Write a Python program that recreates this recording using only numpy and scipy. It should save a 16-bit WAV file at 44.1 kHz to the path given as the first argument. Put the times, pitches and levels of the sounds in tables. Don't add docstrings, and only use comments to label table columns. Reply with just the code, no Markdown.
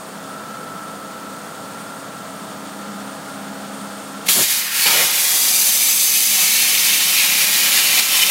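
import sys
import numpy as np
from scipy import signal
from scipy.fft import rfft, irfft, next_fast_len
from scipy.io import wavfile
from scipy.ndimage import uniform_filter1d

SR = 44100
rng = np.random.default_rng(int(sys.argv[2]) if len(sys.argv) > 2 else 0)


def digitize_waveform(pressure):
    field = np.atleast_2d(pressure).T
    bounded = np.clip(field, -1, 1)
    quanta = np.round(bounded * 32767).astype(np.int16)
    wavfile.write(sys.argv[1], SR, quanta)


N = 366030

SHAFT_HZ = 33.64
VALVE_S, STRIKE_S, PIERCE_S = 4.258, 4.29, 4.852
LOUD_SPOT_WIDTH_S = 0.67


def from_db(db):
    return 10 ** (np.asarray(db) / 20)


def rms_one(x):
    return x / np.sqrt(np.mean(np.abs(x) ** 2) + 1e-20)


def seconds():
    return np.arange(N) / SR


def automation(rows):
    times, *columns = np.transpose(rows)
    return [np.interp(seconds(), times, column) for column in columns]


def swell(at_s, width_s):
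    return np.exp(-.5 * ((seconds() - at_s) / width_s) ** 2)


def dying(from_s, decay_s):
    return np.exp(-np.maximum(seconds() - from_s, 0) / decay_s)


def drift(rate_hz):
    step, run_in = 40, 2000
    pole = np.exp(-2 * np.pi * rate_hz * step / SR)
    white = rng.standard_normal(N // step + run_in + 2)
    slow = signal.lfilter([1], [1, -2 * pole, pole * pole], white)[run_in:]
    return np.interp(np.arange(N) / step, np.arange(len(slow)), rms_one(slow))


def sputter(spread_db):
    return from_db(spread_db * drift(28))


def at_hz(spectrum, hz):
    known_hz, db = np.transpose(spectrum)
    return np.interp(np.log(np.maximum(hz, 1)), np.log(known_hz), db)


def noise(spectrum):
    size = next_fast_len(N)
    colour = from_db(at_hz(spectrum, np.arange(size // 2 + 1) * SR / size))
    return rms_one(irfft(rfft(rng.standard_normal(size)) * colour, size)[:N])


def resonance(hz, width_hz):
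    r = np.exp(-np.pi * width_hz / SR)
    poles = [1, -2 * r * np.cos(2 * np.pi * hz / SR), r * r]
    return rms_one(signal.lfilter([1, 0, -1], poles, rng.standard_normal(N)))


def whistle(hz, width_hz):
    r = np.exp(-1.55 * np.pi * width_hz / SR)
    section = [1, 0, -1, 1, -2 * r * np.cos(2 * np.pi * hz / SR), r * r]
    return rms_one(signal.sosfilt([section, section], rng.standard_normal(N)))


def room_tone(cycles, diffuse=0.4):
    angle = 2 * np.pi * (cycles + rng.random())
    in_phase = (np.sqrt(2) + diffuse * drift(1.3)) * np.cos(angle)
    return in_phase + diffuse * drift(1.3) * np.sin(angle)


def shop(rumble_db=-35.0, air_db=-43.5, air_rise_db_per_s=0.63):
    # f/Hz, level/dB
    rumble_colour = [(20, -43), (55, -35), (85, -20), (110, -6), (165, 1), (215, 7), (255, -1), (295, -0.5),
                     (360, -7.5), (490, 1.5), (580, -0.5), (700, 0), (1000, -2.5), (1400, -2), (1800, -8),
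                     (2600, -22)]
    air_colour = [(1200, -11), (2200, 5), (2450, 3.5), (2700, 6), (2900, 4.5), (3150, 6), (3600, 6.5),
                  (4000, 2.5), (4470, 6), (5000, 1), (5300, 3.5), (5850, 0), (6500, 2), (6950, 4),
                  (7500, 1), (8800, 2), (10000, -7), (12500, -9), (14500, -31), (15400, -27), (17000, -29)]
    leak = from_db(-6.0 + 2.0 * drift(6.7)) * resonance(hz=8730, width_hz=920)
    air = sputter(spread_db=0.6) * noise(air_colour) + leak
    air_gain = from_db(air_db + air_rise_db_per_s * seconds())
    return from_db(rumble_db) * noise(rumble_colour) + air_gain * air


def motor():
    tones = [272, 817, 1234, 1635]
    # level/dB, boost/dB, t/s
    levels = [(-47, 5.5, 3.56), (-57, 12.5, 3.4), (-53.5, 9, 2.9), (-55.5, 1, 2.5)]
    out = 0
    for hz, (db, boost_db, at_s) in zip(tones, levels):
        gain = from_db(db + boost_db * swell(at_s, LOUD_SPOT_WIDTH_S))
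        out += gain * room_tone(hz * seconds(), diffuse=0.11)
    return out


def plunger_hum(turns, base_db=-43.5, sixth_db=-47.5):
    # multiple of the shaft rate, level/dB
    orders = [(2, -31), (3, -18.5), (5, -12), (6, 1), (8, -6), (9, -5.5), (16, -7.5), (19, -5.5), (20, -9)]
    standing_db = sixth_db + 7.5 * swell(3.2, LOUD_SPOT_WIDTH_S) + 6.4 * swell(6.3, 0.85)
    return sum(from_db(db + (standing_db if order == 6 else base_db)) * room_tone(order * turns)
               for order, db in orders)


def drive_whine(turns):
    orders = [39, 40, 41]
    # t/s, lower/dB, whine/dB, upper/dB, wash/dB
    walk = [(0, -53, -54, -58, -58), (.33, -39.5, -43, -45, -43), (.8, -37, -41, -47, -49),
            (1.3, -41.5, -44.5, -50, -45), (1.9, -53, -43, -41.5, -43), (2.35, -40, -46, -55, -50),
            (2.62, -51, -47, -56, -51), (2.85, -54, -44, -50, -41), (3.3, -55, -52, -54, -40),
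            (4.2, -51, -44, -51, -45), (6.0, -60, -59, -56, -56), (8.3, -30, -43, -42, -37)]
    *lines_db, wash_db = automation(walk)
    lines = sum(sign * from_db(db) * np.cos(2 * np.pi * order * turns)
                for order, sign, db in zip(orders, (-1, 1, 1), lines_db))
    return np.sqrt(2) * lines + from_db(wash_db) * resonance(hz=1357, width_hz=88)


def casing_rattle(turns, size=4096):
    # f/Hz, level/dB
    colour = [(130, -65.5), (400, -56), (600, -65), (900, -58), (1250, -59), (1500, -84), (2000, -62)]
    orders = np.arange(4, 60)
    gains = from_db(at_hz(colour, orders * SHAFT_HZ))
    out, blend = 0, drift(0.43)
    for weight in (np.cos(blend), np.sin(blend)):
        lines = np.zeros(size // 2 + 1, complex)
        lines[orders] = gains * np.exp(2j * np.pi * rng.random(len(orders)))
        one_turn = irfft(lines) * size / np.sqrt(2)
        out += weight * np.interp(turns % 1, np.arange(size) / size, one_turn)
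    return out


def pump():
    turns = np.cumsum(SHAFT_HZ * (1 + .0004 * drift(1.5))) / SR
    return plunger_hum(turns) + drive_whine(turns) + casing_rattle(turns)


def tank(trim_db=2.5):
    # t/s, width/s, level/dB
    gulps = [(4.29, 0.0058, -33), (4.395, 0.025, -18), (4.902, 0.027, -36), (4.984, 0.034, -37),
             (5.3, 0.17, -44.5), (5.362, .01, -36)]
    # f/Hz, level/dB
    colour = [(25, -34), (70, -18), (130, -7), (200, 5.5), (280, -1), (400, 1), (800, -6), (1500, -10),
              (3000, -36)]
    envelope = sum(from_db(db) * swell(at_s, width_s) for at_s, width_s, db in gulps)
    return from_db(trim_db) * envelope * noise(colour)


def flow(wander_db=0.36):
    # t/s, width/s, boost/dB
    flares = [(4.29, 0.011, 1.1), (4.433, 0.012, 1.5), (4.867, 0.0062, 0.5), (5.333, 0.081, 0.8),
              (5.897, 0.023, 1.8), (6.423, 0.019, 2.2), (7.24, 0.02, 1), (7.786, 0.01, 3),
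              (7.988, 0.011, 2.5), (8.172, 0.023, 0.7)]
    # t/s, width/s, cut/dB
    chokes = [(4.474, 0.015, 2.5), (4.677, 0.057, 9), (5.115, 0.058, 3.5), (7.033, 0.16, 2),
              (7.303, 0.046, 1.7), (7.703, 0.014, 1), (7.82, 0.024, 2.5), (8.06, 0.041, 3.5)]
    boost_db = sum(db * swell(at_s, width_s) for at_s, width_s, db in flares)
    cut_db = sum(db * swell(at_s, width_s) for at_s, width_s, db in chokes)
    return boost_db - cut_db + wander_db * drift(3.1)


def piercing(attack_s=0.007, hold_s=0.25, release_s=0.11):
    return np.clip((seconds() - PIERCE_S) / attack_s, 0, 1) * dying(PIERCE_S + hold_s, release_s)


def accents(strike_db, settle_s, pierce_db):
    return strike_db * dying(STRIKE_S, settle_s) + pierce_db * piercing()


def jet_levels(runoff_db=-39.5):
    # t/s, level/dB
    bore_spray = [(5.2, -25), (5.4, -28.5), (6.1, -28), (6.5, -23), (7.08, -20.5), (7.2, -19.5),
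                  (7.55, -20)]
    # t/s, level/dB
    spill = [(5.15, -37), (5.4, -35.5), (6.24, -43), (6.43, -34.5), (6.54, -37.5), (7.75, -32)]
    bore_db, = automation(bore_spray)
    spill_db, = automation(spill)
    through_db, flow_db = bore_db - bore_db.mean(), flow()
    water_db = np.where(seconds() < PIERCE_S, runoff_db, spill_db)
    bite_db = 3.5 * piercing(hold_s=0.04, release_s=.014)
    hiss_db = flow_db - 0.079 * through_db + accents(strike_db=3.5, settle_s=0.057, pierce_db=1.2)
    ring_db = flow_db + through_db + accents(strike_db=7.0, settle_s=0.0095, pierce_db=4.5)
    splash_db = flow_db + water_db + accents(strike_db=13.0, settle_s=0.057, pierce_db=10.0)
    return hiss_db, ring_db, splash_db + bite_db


def splash(ride_db, trim_db=9.5):
    # f/Hz, level/dB
    colour = [(25, -50), (70, -50), (150, -4), (430, -4.5), (560, -3), (780, 1), (1250, 1.5), (1550, 0),
              (2300, -13)]
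    return from_db(ride_db + trim_db) * noise(colour)


def tube_modes(wander_db=1.85):
    pitches = [1730, 2170, 2400, 2570, 2740, 3030, 3640, 3830, 4055, 4270, 4540, 5090]
    # bandwidth/Hz, level/dB
    rings = [(130, -7), (170, -3.5), (170, -2.5), (110, -5), (160, -3), (110, -2.5), (160, -3), (90, -6),
             (70, -5.5), (140, -6), (130, -8.5), (110, -12)]
    return rms_one(sum(from_db(db + wander_db * drift(4)) * whistle(hz, width_hz)
                       for hz, (width_hz, db) in zip(pitches, rings)))


def tube_ring(ride_db, modes, spray_db=-17.5, modes_db=-18.5):
    # f/Hz, level/dB
    colour = [(100, -56), (1200, -10.5), (1600, -8), (1720, -8), (1900, 1), (2150, 3), (2800, -0.5),
              (3350, 4.5), (3750, -1), (4400, 0.5), (5500, 2), (8000, -12)]
    return from_db(ride_db) * (from_db(spray_db) * noise(colour) + from_db(modes_db) * modes)


def slot_song(trim_db=6.0):
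    # t/s, width/s, f/Hz, bandwidth/Hz, level/dB
    notes = [(4.305, 0.029, 3350, 800, -20), (4.347, .057, 10400, 900, -19.5), (4.36, .056, 6800, 800, -21),
             (4.39, 0.051, 3300, 250, -29), (4.6, 0.12, 4870, 140, -32), (4.86, 0.04, 4450, 260, -20),
             (4.922, 0.068, 2300, 200, -24), (4.982, 0.042, 510, 219, -25), (5, 0.026, 2000, 420, -18.5),
             (4.97, 0.082, 3400, 220, -29), (5.24, 0.14, 2010, 110, -31), (5.298, 0.15, 3330, 200, -28),
             (5.47, 0.11, 4640, 170, -28.5), (5.45, .12, 4910, 110, -30), (5.6, 0.33, 5840, 130, -31),
             (5.62, 0.12, 10100, 160, -38), (5.85, 0.26, 2310, 200, -33), (5.9, .27, 3600, 220, -32),
             (5.88, 0.063, 6130, 230, -29), (5.9, .09, 7750, 130, -27), (5.95, .25, 5140, 130, -34),
             (6.1, 0.78, 6020, 150, -28), (6.2, .09, 6130, 150, -37), (6.2, 0.74, 6280, 220, -27),
             (6.3, .3, 9300, 200, -32), (6.3, .12, 11000, 150, -37.5), (6.42, .08, 7400, 180, -27),
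             (6.548, 0.11, 4270, 130, -27), (6.75, 0.091, 2320, 302, -34), (6.804, 0.14, 3100, 240, -31),
             (7.1, 0.1, 11000, 130, -35), (7.177, 0.034, 2160, 220, -27.5), (7.36, 0.084, 2620, 200, -31),
             (7.55, .07, 2440, 119, -27), (7.8, 0.12, 2990, 90, -27), (8.0, 0.22, 4300, 170, -36),
             (8.0, .3, 6750, 300, -30), (8.07, 0.2, 3050, 65, -33), (8.227, .012, 2400, 140, -20.5),
             (8.224, .01, 5270, 260, -22), (8.234, 0.016, 3020, 90, -14)]
    return sum(from_db(db + trim_db) * swell(at_s, width_s) * whistle(hz, width_hz)
               for at_s, width_s, hz, width_hz, db in notes)


def spits(modes):
    # t/s, width/s, level/dB
    slugs = [(4.281, 0.0077, -8), (4.868, 0.0064, -14), (6.635, 0.016, -25), (6.763, 0.018, -19),
             (6.906, 0.031, -22), (7.19, .025, -20), (7.56, 0.01, -19), (7.727, .007, -15),
             (7.775, 0.0074, -19), (7.992, .009, -11), (8.226, .009, -12.5)]
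    # f/Hz, level/dB
    colour = [(700, -26), (1800, -10), (2500, -2), (4400, -11), (5500, -3), (8000, -1)]
    envelope = sum(from_db(db) * swell(at_s, width_s) for at_s, width_s, db in slugs)
    crackle = rms_one(from_db(3.5 * drift(140)))
    return envelope * crackle * rms_one(noise(colour) + modes)


def wall(peak_db=-18.0, rise_db_per_s=14.0, release_s=.04):
    # f/Hz, level/dB
    colour = [(300, -47), (800, -8.5), (1250, -4), (1420, -2.5), (1700, 4), (2250, -2), (2800, -1),
              (4500, -7), (6000, -15), (9000, -30)]
    level_db = peak_db + rise_db_per_s * np.minimum(seconds() - PIERCE_S, 0)
    return from_db(level_db) * dying(PIERCE_S, release_s) * noise(colour)


def hiss(ride_db, trim_db=-8.0):
    # f/Hz, level/dB
    colour = [(100, -56), (1500, -29), (3000, -7), (4600, 1), (5100, -1), (5600, -0.5), (6500, 1.5),
              (7300, 1), (8200, 0.4), (9300, 1.2), (9900, 1.1), (11000, 2.5), (13000, 1.5), (14500, -1),
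              (15700, -2.5)]
    return from_db(ride_db + trim_db) * sputter(spread_db=0.48) * noise(colour)


def early_echoes(x, gain=0.15, sway_s=0.0001196, count=10):
    t = seconds()
    lags_s = rng.uniform(0.001002, .012, count)
    return x + gain * sum(np.interp(t - lag - sway_s * drift(0.45), t, x) for lag in lags_s)


def hollowed(x):
    # t/s, width/s, f/Hz, bandwidth/Hz, share lost
    notches = [(5.45, 0.21, 3160, 170, .55), (5.8, 0.43, 4300, 170, .55), (5.95, 0.33, 5620, 260, .6),
               (5.9, .3, 6700, 260, 0.35)]
    out = x
    for at_s, width_s, hz, width_hz, share in notches:
        band = signal.lfilter(*signal.iirpeak(hz, hz / width_hz, fs=SR), x)
        out = out - share * swell(at_s, width_s) * band
    return out


def valve():
    offsets_s, levels_db = [-.03, .004, .012, .02, .025, .029], [-70, -29, -20, -24, -13, 0]
    return from_db(np.interp(seconds() - VALVE_S, offsets_s, levels_db))


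def jet():
    hiss_db, ring_db, splash_db = jet_levels()
    modes = tube_modes()
    rush = hiss(hiss_db) + tube_ring(ring_db, modes)
    song = slot_song()
    water = splash(splash_db)
    gain = valve() * sputter(spread_db=0.5)
    body = hollowed(early_echoes(rush + water + wall()))
    return gain * (body + song + spits(modes))


def scene():
    dip = from_db(-6.1 * swell(5.2, 0.079))
    machines = dip * (pump() + motor() + shop())
    mix = machines + tank() + jet()
    return np.array([mix, mix])


def gain_control(x, threshold_db=-23.5, slope=0.41, release_db_per_s=4.0):
    level_db = 10 * np.log10(uniform_filter1d(x[0] ** 2, size=700) + 1e-10)
    release_db = release_db_per_s * seconds()
    held_db = np.maximum.accumulate(level_db + release_db) - release_db
    return x * from_db(-slope * np.maximum(held_db - threshold_db, 0))


def record(dry, ceiling=1.8, cutoff_hz=15750):
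    rounded = ceiling * np.tanh(gain_control(dry) / ceiling)
    return signal.sosfilt(signal.ellip(12, .1, 90, cutoff_hz, fs=SR, output="sos"), rounded)


dry = scene()
out = record(dry)
digitize_waveform(out)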